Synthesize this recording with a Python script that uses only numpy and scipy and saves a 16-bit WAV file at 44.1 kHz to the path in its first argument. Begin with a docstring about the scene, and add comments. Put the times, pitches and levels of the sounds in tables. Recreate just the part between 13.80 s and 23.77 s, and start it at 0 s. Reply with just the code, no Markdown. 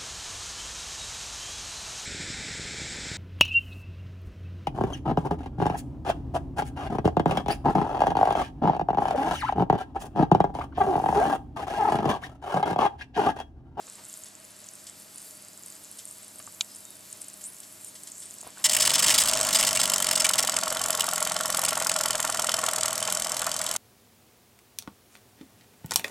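"""A twin-cylinder model steam engine stands on a turntable close to two microphones.
At first wet steam at the port faces sizzles, squeaks and ticks (filtered noise, short pips) amid short
bursts, hand scuffs and knocks and one sharp snap. Then a finger flicks the flywheel: the ports spit
water (noise bursts ringing the ports), and the engine dries to two noise puffs a turn while the cranks
rattle the tin firebox (damped modes) and the piston strokes hum through the base (harmonics)."""
import sys
import numpy as np
from scipy import signal
from scipy.fft import rfft, irfft, next_fast_len
from scipy.io import wavfile
from scipy.ndimage import uniform_filter1d

SR = 44100
rng = np.random.default_rng(int(sys.argv[2]) if len(sys.argv) > 2 else 0)


def generate_wav(sig):
    """Save sig (samples, or channels by samples) to the path in sys.argv[1] as 16-bit PCM at SR."""
    pcm = np.round(np.clip(np.atleast_2d(sig).T, -1, 1) * 32767).astype(np.int16)
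    wavfile.write(sys.argv[1], SR, pcm)


N = 439677
TIME = np.arange(N) / SR
FLICK_S = 4.84  # a finger flicks the flywheel


def amp(db):
    """Decibel law: level to amplitude ratio."""
    return 10 ** (np.asarray(db) / 20)


def unit(x):
    """Normalisation to unit mean power."""
    return x / np.sqrt(np.mean(x ** 2) + 1e-20)


def noise(size=N):
    """White noise: independent Gaussian samples."""
    return rng.standard_normal(size)


def curve(rows):
    """Linear interpolation in time of each column of a table."""
    s, *columns = np.transpose(rows)
    return [np.interp(TIME, s, column) for column in columns]


def read(points, hz):
    """Interpolation of a table along a logarithmic frequency axis."""
    table_hz, value = np.transpose(points)
    return np.interp(np.log(hz + 1), np.log(table_hz), value)


def add(mix, s, sound):
    """Superposition of a sound onto the mix from a given time."""
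    part = mix[max(round(s * SR), 0):][:len(sound)]
    part += sound[:len(part)]


def colour(x, points, size=4096):
    """Minimum-phase filtering: a causal response of unit energy with the given relative spectrum."""
    level_db = read(points, abs(np.fft.fftfreq(size, 1 / SR)))
    log_gain = np.log(amp(np.maximum(level_db, -100)))
    # the phase of a minimum-phase filter is the Hilbert transform of its log gain
    spectrum = np.exp(np.conj(signal.hilbert(log_gain)))
    response = np.fft.ifft(spectrum).real[:size // 2]
    return signal.oaconvolve(x, response / np.linalg.norm(response))[:len(x)]


def ring(modes, size=4096):
    """Modal superposition: damped modes of alternating sign, together of unit energy."""
    t = TIME[:size]
    response = np.zeros(size)
    for k, (hz, width, db) in enumerate(modes):
        decay = np.exp(-np.pi * width * t)
        response += (-1) ** k * amp(db) * width * decay * np.cos(2 * np.pi * hz * t)
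    return response / np.linalg.norm(response)


def whistle(hz, width):
    """Heterodyning: low-passed complex noise is shifted to a narrow band that follows the curve hz."""
    pole = np.exp(-np.pi * width / SR)
    slow = signal.lfilter([1], np.poly([pole, pole]), noise(len(hz)) + 1j * noise(len(hz)))
    carrier = np.exp(2j * np.pi * np.cumsum(hz) / SR)
    return unit((slow * carrier).real)


def grains(per_s, spread_db):
    """Shot noise: random clicks of either sign and uneven size."""
    size = amp(spread_db * np.minimum(rng.exponential(1, N), 3))
    return unit(np.sign(noise()) * size * (rng.random(N) < per_s / SR))


def wander(per_s):
    """Random modulation: a slow drift of unit power through random knots."""
    knots = noise(int(N / SR * per_s) + 2)
    return unit(np.interp(TIME * per_s, np.arange(len(knots)), knots))


def vary(x, spread_db, per_s):
    """Turbulent fluctuation: each frequency band swells and sinks independently."""
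    out = 0
    for edge_hz in (2800, 4500, 6500, 9000):
        low_pass = signal.butter(2, edge_hz, fs=SR, output="sos")
        low = signal.sosfiltfilt(low_pass, x)
        out = out + low * amp(spread_db * wander(per_s))
        x = x - low
    return out + x * amp(spread_db * wander(per_s))


def pulses(times, rise, fall, spread_db):
    """Amplitude envelope: a Gaussian swell and an exponential decay at each time."""
    lead = 4 * rise
    t, out = TIME[:SR // 20] - lead, np.zeros(N)
    shape = np.exp(-(np.minimum(t, 0) / rise) ** 2 - np.maximum(t, 0) / fall)
    for s, db in zip(times, spread_db * noise(len(times))):
        add(out, s - lead, amp(db) * shape)
    return out


def running(x):
    """Gating: silent until the flick, then of unit mean power."""
    on = TIME > FLICK_S
    return unit(x * on) * np.sqrt(on.mean())


# spectrum of the room rumble: (hz [Hz], relative_level_db [dB])
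ROOM_SPECTRUM = [(25, -37), (85, -5.5), (160, 0.5), (220, -2.5), (300, 2), (420, -4.5), (1200, -6),
                 (3000, -12), (6600, -100)]
# mains hum: (pitch_hz [Hz], level_db [dB])
MAINS_HUM = [(100, -73), (200, -68)]
# modes of firebox and base plate, also struck by the cranks: (pitch_hz [Hz], width_hz [Hz], level_db [dB])
FIREBOX_MODES = [(625.5, 66, -3.5), (837, 26, -14), (1108, 40, -2), (1399, 40, 0.5), (1794, 37, -9.5)]


def background():
    """Diffuse noise and resonance: room rumble, mains hum, burner in the lowest mode; (mid, side)."""
    hum = np.zeros(N)
    for hz, db in MAINS_HUM:
        hum += amp(db) * np.sqrt(2) * np.sin(2 * np.pi * hz * (TIME + rng.random()))
    burner = whistle(np.full(N, FIREBOX_MODES[0][0]), 53)
    rumble = amp(-59.5) * colour(noise(), ROOM_SPECTRUM)
    diffuse_spectrum = [(25, 0), (130, -1.0), (300, 6.0), (1400, 4.5), (3000, -4.5), (12000, -13.0)]
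    diffuse = amp(-61) * colour(noise(), diffuse_spectrum)
    return rumble + hum + amp(-67.5) * burner, diffuse


# spectra of the leaking hiss and of puffs and short bursts: (hz [Hz], relative_level_db [dB])
LEAK_SPECTRUM = [(880, -17.5), (2720, -8.5), (4920, -3), (6240, -4), (7540, 3), (8660, -0.5), (13000, -2.5),
                 (16000, -24)]
PUFF_SPECTRUM = [(1180, -27), (2000, -8), (2530, -17), (3090, -4.5), (4080, -8.5), (5160, -2.5), (5990, -5),
                 (7770, 2), (9250, -6), (10900, -6.5), (15100, -22), (16000, -44)]
# short broadband bursts, spurts of steam or touches of a hand: (start_s [s], level_db [dB])
SHORT_BURSTS = [(0.457, -43), (1.067, -39.5), (2.187, -38.5), (3.61, -45), (3.832, -44), (4.153, -41),
                (4.272, -40), (4.421, -41.5)]
# steam squeezing through the water film:
# (start_s [s], length_s [s], start_hz [Hz], end_hz [Hz], width_hz [Hz], level_db [dB])
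FILM_SQUEAKS = [(1.097, 1.1, 4520, 5130, 250, -66), (2.838, 0.18, 5200, 4880, 70, -60),
                (3.0, 0.2, 3880, 3640, 60, -65), (3.62, 0.084, 6370, 10600, 1200, -42),
                (3.966, 0.18, 7750, 6500, 120, -58), (4.058, 0.045, 7900, 9400, 700, -46),
                (4.279, 0.27, 6830, 9060, 1700, -49.5)]
LEAK_DB = -49.5  # hiss of the standing engine
BURST_FALL_S, SQUEAK_WAVER_HZ = 0.018, 96


def sizzle():
    """Jet noise and bubble pips: wet steam hisses, crackles and squeaks amid short broadband bursts."""
    hiss = unit(vary(colour(noise(), LEAK_SPECTRUM), spread_db=2.2, per_s=15))
    # tiny bubbles of several sizes, each a short pip
    t = TIME[:SR // 200]
    pip = t * np.exp(-t / 0.00028)
    crackle = np.zeros(N)
    for hz in np.linspace(7200, 10500, 6):
        crackle += signal.oaconvolve(grains(6, 2.8), pip * np.sin(2 * np.pi * hz * t))[:N]
    out = amp(LEAK_DB) * (hiss + amp(-2.0) * unit(crackle))
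    t = TIME[:SR // 10]
    for s, db in SHORT_BURSTS:
        burst = noise(len(t)) * np.exp(-t / BURST_FALL_S)
        add(out, s, amp(db) * colour(burst, PUFF_SPECTRUM))
    for s, length, start_hz, end_hz, width, db in FILM_SQUEAKS:
        size = int(length * SR)
        hz = np.linspace(start_hz, end_hz, size) + SQUEAK_WAVER_HZ * wander(35)[:size]
        add(out, s, amp(db) * whistle(hz, width) * unit(np.sqrt(np.hanning(size))))
    return out


def facing(x):
    """Directivity: the highest fizz opens up as the microphones swing round toward the engine."""
    high_pass = signal.butter(2, 11000, "high", fs=SR, output="sos")
    fizz = signal.sosfiltfilt(high_pass, x)
    fizz_db = curve([(.4, -10), (2.2, -2), (4.5, -2.5)])[0]
    return x + (amp(fizz_db) - 1) * fizz


# hands brushing microphones, turntable and flywheel: (start_s [s], length_s [s], level_db [dB])
HAND_TOUCHES = [(0.073, 0.015, -48), (.15, .09, -53.5), (2.597, 0.01, -44), (4.622, 0.1, -51),
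                (4.74, 0.12, -51)]


def touches():
    """Friction noise: soft, dull fingertip scuffs made of dense random clicks."""
    press = np.zeros(N)
    for s, length, db in HAND_TOUCHES:
        add(press, s, amp(db) * np.hanning(int(length * SR)))
    dull = [(200, -7), (650, -2.0), (1100, 1), (2000, -5.5), (5000, -6.5), (12000, -42)]
    return colour(press * grains(2800, 1.4), dull)


# the largest bubbles bursting at the ports: (start_s [s], level_db before a common gain [dB], pitch_hz [Hz])
BUBBLE_TICKS = [(0.887, -40, 7030), (1.381, -39, 8140), (1.861, -39, 9400), (3.327, -37, 8100),
                (3.416, -33.5, 9000), (3.483, -37.5, 8500), (3.64, -37, 8040), (3.802, -40, 8800),
                (4.0455, -38, 8900), (4.234, -38.5, 8400), (4.318, -40, 7700), (4.612, -37, 8050)]


def bubbles():
    """Transient excitation: bursting films give short ticks of narrow-band noise."""
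    out, t = np.zeros(N), TIME[:SR // 40]
    for s, db, hz in BUBBLE_TICKS:
        tick = whistle(hz + 0 * t, 2400) * np.exp(-t / 0.0022)
        add(out, s, amp(db + 9.5) * tick * (1 - np.exp(-t / 0.00054)))
    return out


# knocks as the hand reaches in and turns the flywheel over: (start_s [s], level_db [dB], pitch_hz [Hz])
HAND_TAPS = [(2.675, -35, 1170), (4.631, -38, 675), (4.646, -38, 725), (4.669, -33, 694),
             (4.773, -37, 1460)]


def taps():
    """Impact: a light knock gives a small click and a few cycles of a damped note."""
    out, t = np.zeros(N), TIME[:SR // 30]
    shape = (1 - np.exp(-t / 0.00051)) * np.exp(-t / 0.0025)
    for s, db, hz in HAND_TAPS:
        click = 0.53 * whistle(hz + 0 * t, 1500)
        add(out, s, amp(db) * shape * (np.sin(2 * np.pi * hz * t) + click))
    return out


# one sharp snap as a hand touches the turntable: (start_s [s], level_db over its first 5 ms [dB])
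SNAP = (2.809, -20)
# its spectrum: (hz [Hz], relative_level_db [dB])
SNAP_SPECTRUM = [(300, -34), (1250, -9), (1800, -18), (2280, -2), (3600, 5), (5600, -5), (6800, 2),
                 (8200, -5), (9200, -25)]


def snap():
    """Impulse response: a hand touches the turntable with a dry crack and a few ms of noise."""
    out, t = np.zeros(N), TIME[:SR // 40]
    tail = 0.22 * noise(len(t)) * np.exp(-t / 0.0032)
    crack = colour(signal.unit_impulse(len(t)) + tail, SNAP_SPECTRUM)
    s, db = SNAP
    add(out, s, amp(db) * crack / crack[:SR // 200].std())
    return out


# flywheel position, racing near 25 turns a second, then settling near 20: (time_s [s], angle [turns])
FLYWHEEL = [(4.862, 0), (4.922, 1), (4.968, 2), (5.096, 5), (5.226, 8), (5.42, 13), (5.69, 20), (5.932, 26),
            (6.226, 33), (6.401, 37), (6.583, 41), (6.86, 47), (7.176, 54), (7.591, 63), (7.9093, 70),
            (8.1418, 75), (8.477, 82), (9.497, 103), (10.04, 114)]
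SECOND_PORT_TURNS = .445  # the second port opens this far into each turn


def strokes(offset, scatter):
    """Kinematics: times at which the crank passes a given part of its turn."""
    s, turns = np.transpose(FLYWHEEL)
    count = int(turns[-1])
    return np.interp(np.arange(count) + offset + scatter * noise(count), turns, s)


def speed():
    """Differentiation of angle: turns a second of the flywheel."""
    s, turns = np.transpose(FLYWHEEL)
    return np.interp(TIME, (s[1:] + s[:-1]) / 2, np.diff(turns) / np.diff(s))


# water in the exhaust, levels before a common trim:
# (time_s [s], first_port_level_db [dB], second_port_level_db [dB], length_s [s])
EXHAUST_WATER = [(4.87, -33, -32, 0.0084), (5.244, -19, -19, 0.0087), (5.58, -19, -34, 0.0025),
                 (5.796, -18.5, -20.5, 0.0055), (6.15, -20, -50, 0.0039), (6.34, -16.5, -20, 0.0071),
                 (6.607, -19, -48, 0.01), (6.85, -34, -46, 0.0032)]
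SPIT_LEAD_S, SPIT_SPREAD_DB = 0.0027, 1  # water leaves just ahead of the steam
SPIT_LENGTH_SPREAD = 0.38  # natural log of length


def port_spits():
    """Periodic ejection: each port opening throws water while any is left; (s, length s, dB)."""
    s, first_db, second_db, length = np.transpose(EXHAUST_WATER)
    ports = [(strokes(0, 0.005), first_db), (strokes(SECOND_PORT_TURNS, 0.029), second_db)]
    rows = []
    for times, db in ports:
        for at, (size, stretch) in zip(times, noise((len(times), 2))):
            if at < s[-1]:
                spit_s = np.interp(at, s, length) * np.exp(SPIT_LENGTH_SPREAD * stretch)
                spit_db = np.interp(at, s, db) + SPIT_SPREAD_DB * size
                rows.append((at - SPIT_LEAD_S, spit_s, spit_db))
    return rows


# loudest bursts from the ports, slugs of water and a few short hard puffs:
# (start_s [s], length_s [s], level_db before a common trim [dB])
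LOUD_BURSTS = [(4.84, 0.03, -17.5), (4.895, 0.0052, -18), (4.909, 0.015, -21.5), (4.932, 0.0064, -16.5),
               (4.947, 0.0067, -16.5), (4.966, 0.0064, -17), (4.999, 0.013, -19), (5.02, 0.0077, -17.5),
               (5.051, 0.0036, -19), (5.06, .004, -20), (5.074, 0.003, -15.5), (5.097, 0.0029, -21.5),
               (5.104, 0.0032, -16.5), (5.136, 0.0062, -21), (5.146, 0.013, -19), (5.191, 0.0069, -17),
               (5.229, 0.012, -26), (5.275, 0.0037, -21), (5.294, 0.003, -16), (5.305, 0.011, -19),
               (5.343, 0.012, -17.5), (5.382, 0.012, -16.5), (5.402, 0.013, -20), (5.421, 0.0042, -23),
               (5.482, 0.0096, -17.5), (5.735, 0.0037, -23), (5.747, 0.016, -16.5), (5.792, 0.013, -18.5),
               (5.836, 0.0032, -19), (5.869, 0.014, -20), (5.952, 0.012, -20.5), (5.996, 0.011, -20.5),
               (6.031, 0.011, -20.5), (6.135, 0.0041, -16), (6.767, 0.0023, -19), (7.205, 0.0048, -15),
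               (7.849, 0.0055, -18), (7.885, 0.0089, -21), (8.095, 0.0021, -13)]
# spectrum of the spray: (hz [Hz], relative_level_db [dB])
SPIT_SPECTRUM = [(400, -39), (900, -5), (1370, -13), (1990, 1), (2450, -16), (2830, 1.5), (4200, -1),
                 (5040, -1.5), (6110, 1), (8050, 4), (15500, -13.5)]
# resonances of port block and exhaust pipe: (pitch_hz [Hz], width_hz [Hz], level_db [dB])
PORT_MODES = [(2190, 140, -9.5), (2920, 350, -8), (5104, 170, 0)]
PORT_RING_DB, PORT_DETUNE, PORT_SPREAD_DB = -3.5, .025, 3  # detuning as a fraction of pitch
CHIRP_START_HZ, CHIRP_END_HZ, CHIRP_WIDTH_HZ, CHIRP_DB = 6705, 8500, 600, -2.5


def spits():
    """Resonance: sputtering bursts excite retuned port modes; a whistle rises through each burst."""
    spray = colour(noise() + 0.31 * grains(2500, 3.5), SPIT_SPECTRUM)
    out = np.zeros(N)
    for s, length, db in [*LOUD_BURSTS, *port_spits()]:
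        t = TIME[:int((length + .012) * SR)]
        part = slice(round(s * SR), round(s * SR) + len(t))
        rise = 1 - np.exp(-t / (0.066 * length))
        shape = rise * np.exp(-np.maximum(t - 0.99 * length, 0) / 0.0012)
        sputter = amp(2.7 * unit(uniform_filter1d(noise(SR // 10), size=70)))[:len(t)]
        modes = []
        for (hz, width, level), (a, b) in zip(PORT_MODES, noise((len(PORT_MODES), 2))):
            modes.append((hz * (1 + PORT_DETUNE * a), width, level + PORT_SPREAD_DB * b))
        jet = shape * noise(SR // 10)[:len(t)]
        port = signal.fftconvolve(jet, ring(modes, size=512))[:len(t)]
        chirp_hz = np.interp(TIME[:SR // 10], [0, length], [CHIRP_START_HZ, CHIRP_END_HZ])
        chirp = whistle(chirp_hz, CHIRP_WIDTH_HZ)[:len(t)]
        burst = shape * (sputter * spray[part] + amp(CHIRP_DB) * chirp) + amp(PORT_RING_DB) * port
        # each burst is given the energy of its envelope
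        add(out, s, amp(db - 1.5) * burst * np.linalg.norm(shape) / np.linalg.norm(burst))
    return vary(out, spread_db=2.0, per_s=70)


PIPE_HZ, PIPE_WIDTH_HZ, PIPE_DB = 3100, 23, -20.5  # faint metallic ring of the exhaust pipe
CUT_OFF_TURNS, CUT_OFF_DB = 0.216, 7.5  # each port closes with a small hiss, half a turn apart
DRIP_TURNS, DRIP_DB = 0.647, -14  # stray drops follow the second puff


def exhaust(puff_db, leak_db):
    """Pulsed jet noise: a soft and a snapping port ring the pipe, drip, and hiss as they close."""
    soft = pulses(strokes(0, 0.002), rise=0.0032, fall=0.0025, spread_db=2.0)
    sharp = pulses(strokes(SECOND_PORT_TURNS, 0.011), rise=0.00063, fall=0.0025, spread_db=0)
    drips = pulses(strokes(DRIP_TURNS, 0.1), rise=.001, fall=0.0022, spread_db=4.0)
    jets = (soft + amp(5.5) * sharp + amp(DRIP_DB) * drips) * noise()
    pipe = signal.oaconvolve(jets, ring([(PIPE_HZ, PIPE_WIDTH_HZ, 0)]))[:N]
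    puffs = vary(colour(jets, PUFF_SPECTRUM), spread_db=3.0, per_s=30) + amp(PIPE_DB) * pipe
    closing_times = np.r_[strokes(CUT_OFF_TURNS, 0), strokes(CUT_OFF_TURNS + .5, 0)]
    closing = pulses(closing_times, rise=0.0014, fall=0.0017, spread_db=1)
    leak_spectrum = [(1000, -8), (5000, -8), (8000, 1.0), (10000, -15.5), (15000, -36)]
    leak = colour(grains(6000, 4.6) * (1 + amp(CUT_OFF_DB) * closing), leak_spectrum)
    return amp(puff_db) * running(puffs) + amp(leak_db) * running(leak)


# play in the crank: (time_s [s], level_db before later gains [dB], knock_delay after the first puff [turns])
CRANK_SLACK = [(4.84, -44, 0.43), (5.65, -40, 0.55), (6.2, -39.5, 0.41), (6.5, -36, 0.24), (7.2, -35, 0.26),
               (7.8, -34.5, 0.28), (8.9, -33.5, 0.35), (9.15, -41, 0.3), (9.97, -45, 0.24)]
# last stray knocks once the crank runs smoothly: (start_s [s], level_db before later gains [dB])
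LATE_KNOCKS = [(9.043, -34.5), (9.281, -33), (9.62, -37.5), (9.669, -33.5)]
# spectrum of chatter and bearing ticks: (hz [Hz], relative_level_db [dB])
RATTLE_SPECTRUM = [(150, -22), (430, -10), (620, 1.5), (1380, 3), (1700, -4.5), (3000, -9.5), (15000, -41)]


def rattle(drone_db):
    """Impact and modal response: slack knocks once a turn, and the firebox swells into a hollow ring."""
    knock_db, slack = curve(CRANK_SLACK)
    times = strokes(np.interp(strokes(0, 0), TIME, slack), 0.016)
    force, box, t = np.zeros(N), np.zeros(N), TIME[:SR // 10]
    blow = (1 - np.exp(-t / 0.00056)) * np.exp(-t / 0.007)
    swell = 1 - np.exp(-t / 0.0057)
    for s, db in [*zip(times, np.interp(times, TIME, knock_db)), *LATE_KNOCKS]:
        add(force, s, amp(db) * blow)
        for hz, width, level in FIREBOX_MODES:
            note = np.exp(-np.pi * width * t) * np.sin(2 * np.pi * (hz * t + rng.random()))
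            add(box, s, amp(db + level + 1.6 * rng.standard_normal()) * swell * note)
    chatter = colour(force * grains(7000, 1.6), RATTLE_SPECTRUM)
    # between knocks the bearings tick on, and the lowest mode never comes to rest
    lowest = whistle(np.full(N, FIREBOX_MODES[0][0]), 77) * amp(2 * wander(20))
    bearings = colour(grains(500, 4.2), RATTLE_SPECTRUM)
    drone = running(lowest) + amp(1.5) * running(bearings)
    return amp(12) * box + amp(9.0) * chatter + amp(drone_db) * drone


# spectrum of the shaking base: (hz [Hz], relative_level_db [dB])
SHAKE_SPECTRUM = [(25, -58), (70, -20), (100, -10.5), (155, 2), (200, 4), (270, -3), (380, -16.5),
                  (2000, -76)]
ODD_ORDER_DB = -6  # the two strokes are nearly alike, so odd harmonics of the turn are weak


def shake(level_db):
    """Forced vibration: two piston strokes a turn give a low hum whose harmonics glide with speed."""
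    hz = uniform_filter1d(speed(), SR // 4)
    turns = np.cumsum(hz) / SR
    hum = np.zeros(N)
    for k in range(4, 16):
        order_db = read(SHAKE_SPECTRUM, k * hz) + ODD_ORDER_DB * (k % 2) + 2 * wander(3)
        hum += amp(order_db) * np.sin(2 * np.pi * (k * turns + rng.random()))
    rumble = colour(noise(), SHAKE_SPECTRUM)
    return amp(level_db) * (running(hum) + amp(-8.5) * running(rumble))


SPIN_UP_S, SPIN_UP_DB = 0.27, -7.5  # steam and rattle swell from this far down after the flick
WET_UNTIL_S, DRY_BY_S = 5.54, 6.64  # the cylinders warm up and dry out between these times
PUFF_DB, PUFF_PEAK_S, PUFF_FALL_DB_PER_S = -29, 8.3, 1.02  # puffs are strongest at the peak time
STEAM_DB, STEAM_WET_DB = -41, 8  # steam leaking between puffs, and its rise while wet
DRONE_DB, DRONE_WET_DB = -43, 3  # firebox drone, and its rise while wet
SHAKE_DB, SHAKE_DB_PER_TURN_S = -53.5, 1.2  # shaking at 20 turns a second, and its growth with speed


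def engine():
    """Superposition of sources: the engine swells after the flick, hisses when wet, shakes when fast."""
    swell_db = SPIN_UP_DB * np.clip(1 - (TIME - FLICK_S) / SPIN_UP_S, 0, 1)
    wet = np.interp(TIME, [WET_UNTIL_S, DRY_BY_S], [1, 0])
    puff_db = PUFF_DB - PUFF_FALL_DB_PER_S * abs(TIME - PUFF_PEAK_S)
    steam = exhaust(puff_db, STEAM_DB + STEAM_WET_DB * wet)
    body = rattle(DRONE_DB + DRONE_WET_DB * wet)
    hum = shake(SHAKE_DB + SHAKE_DB_PER_TURN_S * (speed() - 20))
    return amp(swell_db) * (steam + body) + hum + spits()


# reverberation time of the room: (hz [Hz], decay_s over 60 dB [s])
ROOM_DECAY = [(100, 0.18), (16000, 0.056)]


def room(x):
    """Reverberation: a small room's sparse echoes, the treble dying first."""
    size = SR // 3
    echoes = noise(size) * (rng.random(size) < 2500 / SR) * (TIME[:size] > .004)
    hz, t, bands = signal.stft(echoes, SR, nperseg=256)
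    decay = amp(-60 * t / read(ROOM_DECAY, hz)[:, None])
    tail = signal.istft(bands * decay, SR)[1]
    return signal.oaconvolve(x, tail / np.linalg.norm(tail))[:N]


# how unlike the two microphones hear the engine: (hz [Hz], side_less_mid_db [dB])
STEREO_SPREAD = [(150, -37), (1300, -18), (2400, -37), (4400, -11), (15000, -27.5)]


def scene():
    """Mid-side stereo: the engine at arm's length, heard by two closely spaced microphones."""
    ambience, diffuse = background()
    near = facing(sizzle()) + touches() + bubbles() + taps() + engine()
    direct = near + snap()
    mid = direct + amp(-16) * room(near) + ambience
    # a quarter-cycle shift: the microphones differ in phase rather than in level
    size = next_fast_len(N)
    spread = amp(read(STEREO_SPREAD, np.fft.rfftfreq(size, 1 / SR)))
    skew = irfft(1j * rfft(direct, size) * spread, size)[:N]
    side = skew + diffuse
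    return np.array([mid + side, mid - side])


EDGE_HZ = 16000


def record(dry):
    """Band limitation: a linear-phase low-pass removes what lies above the edge."""
    low_pass = signal.firwin(255, EDGE_HZ, window=("kaiser", 9), fs=SR)
    return signal.oaconvolve(dry, low_pass[None], "same")


dry = scene()
out = record(dry)
generate_wav(out)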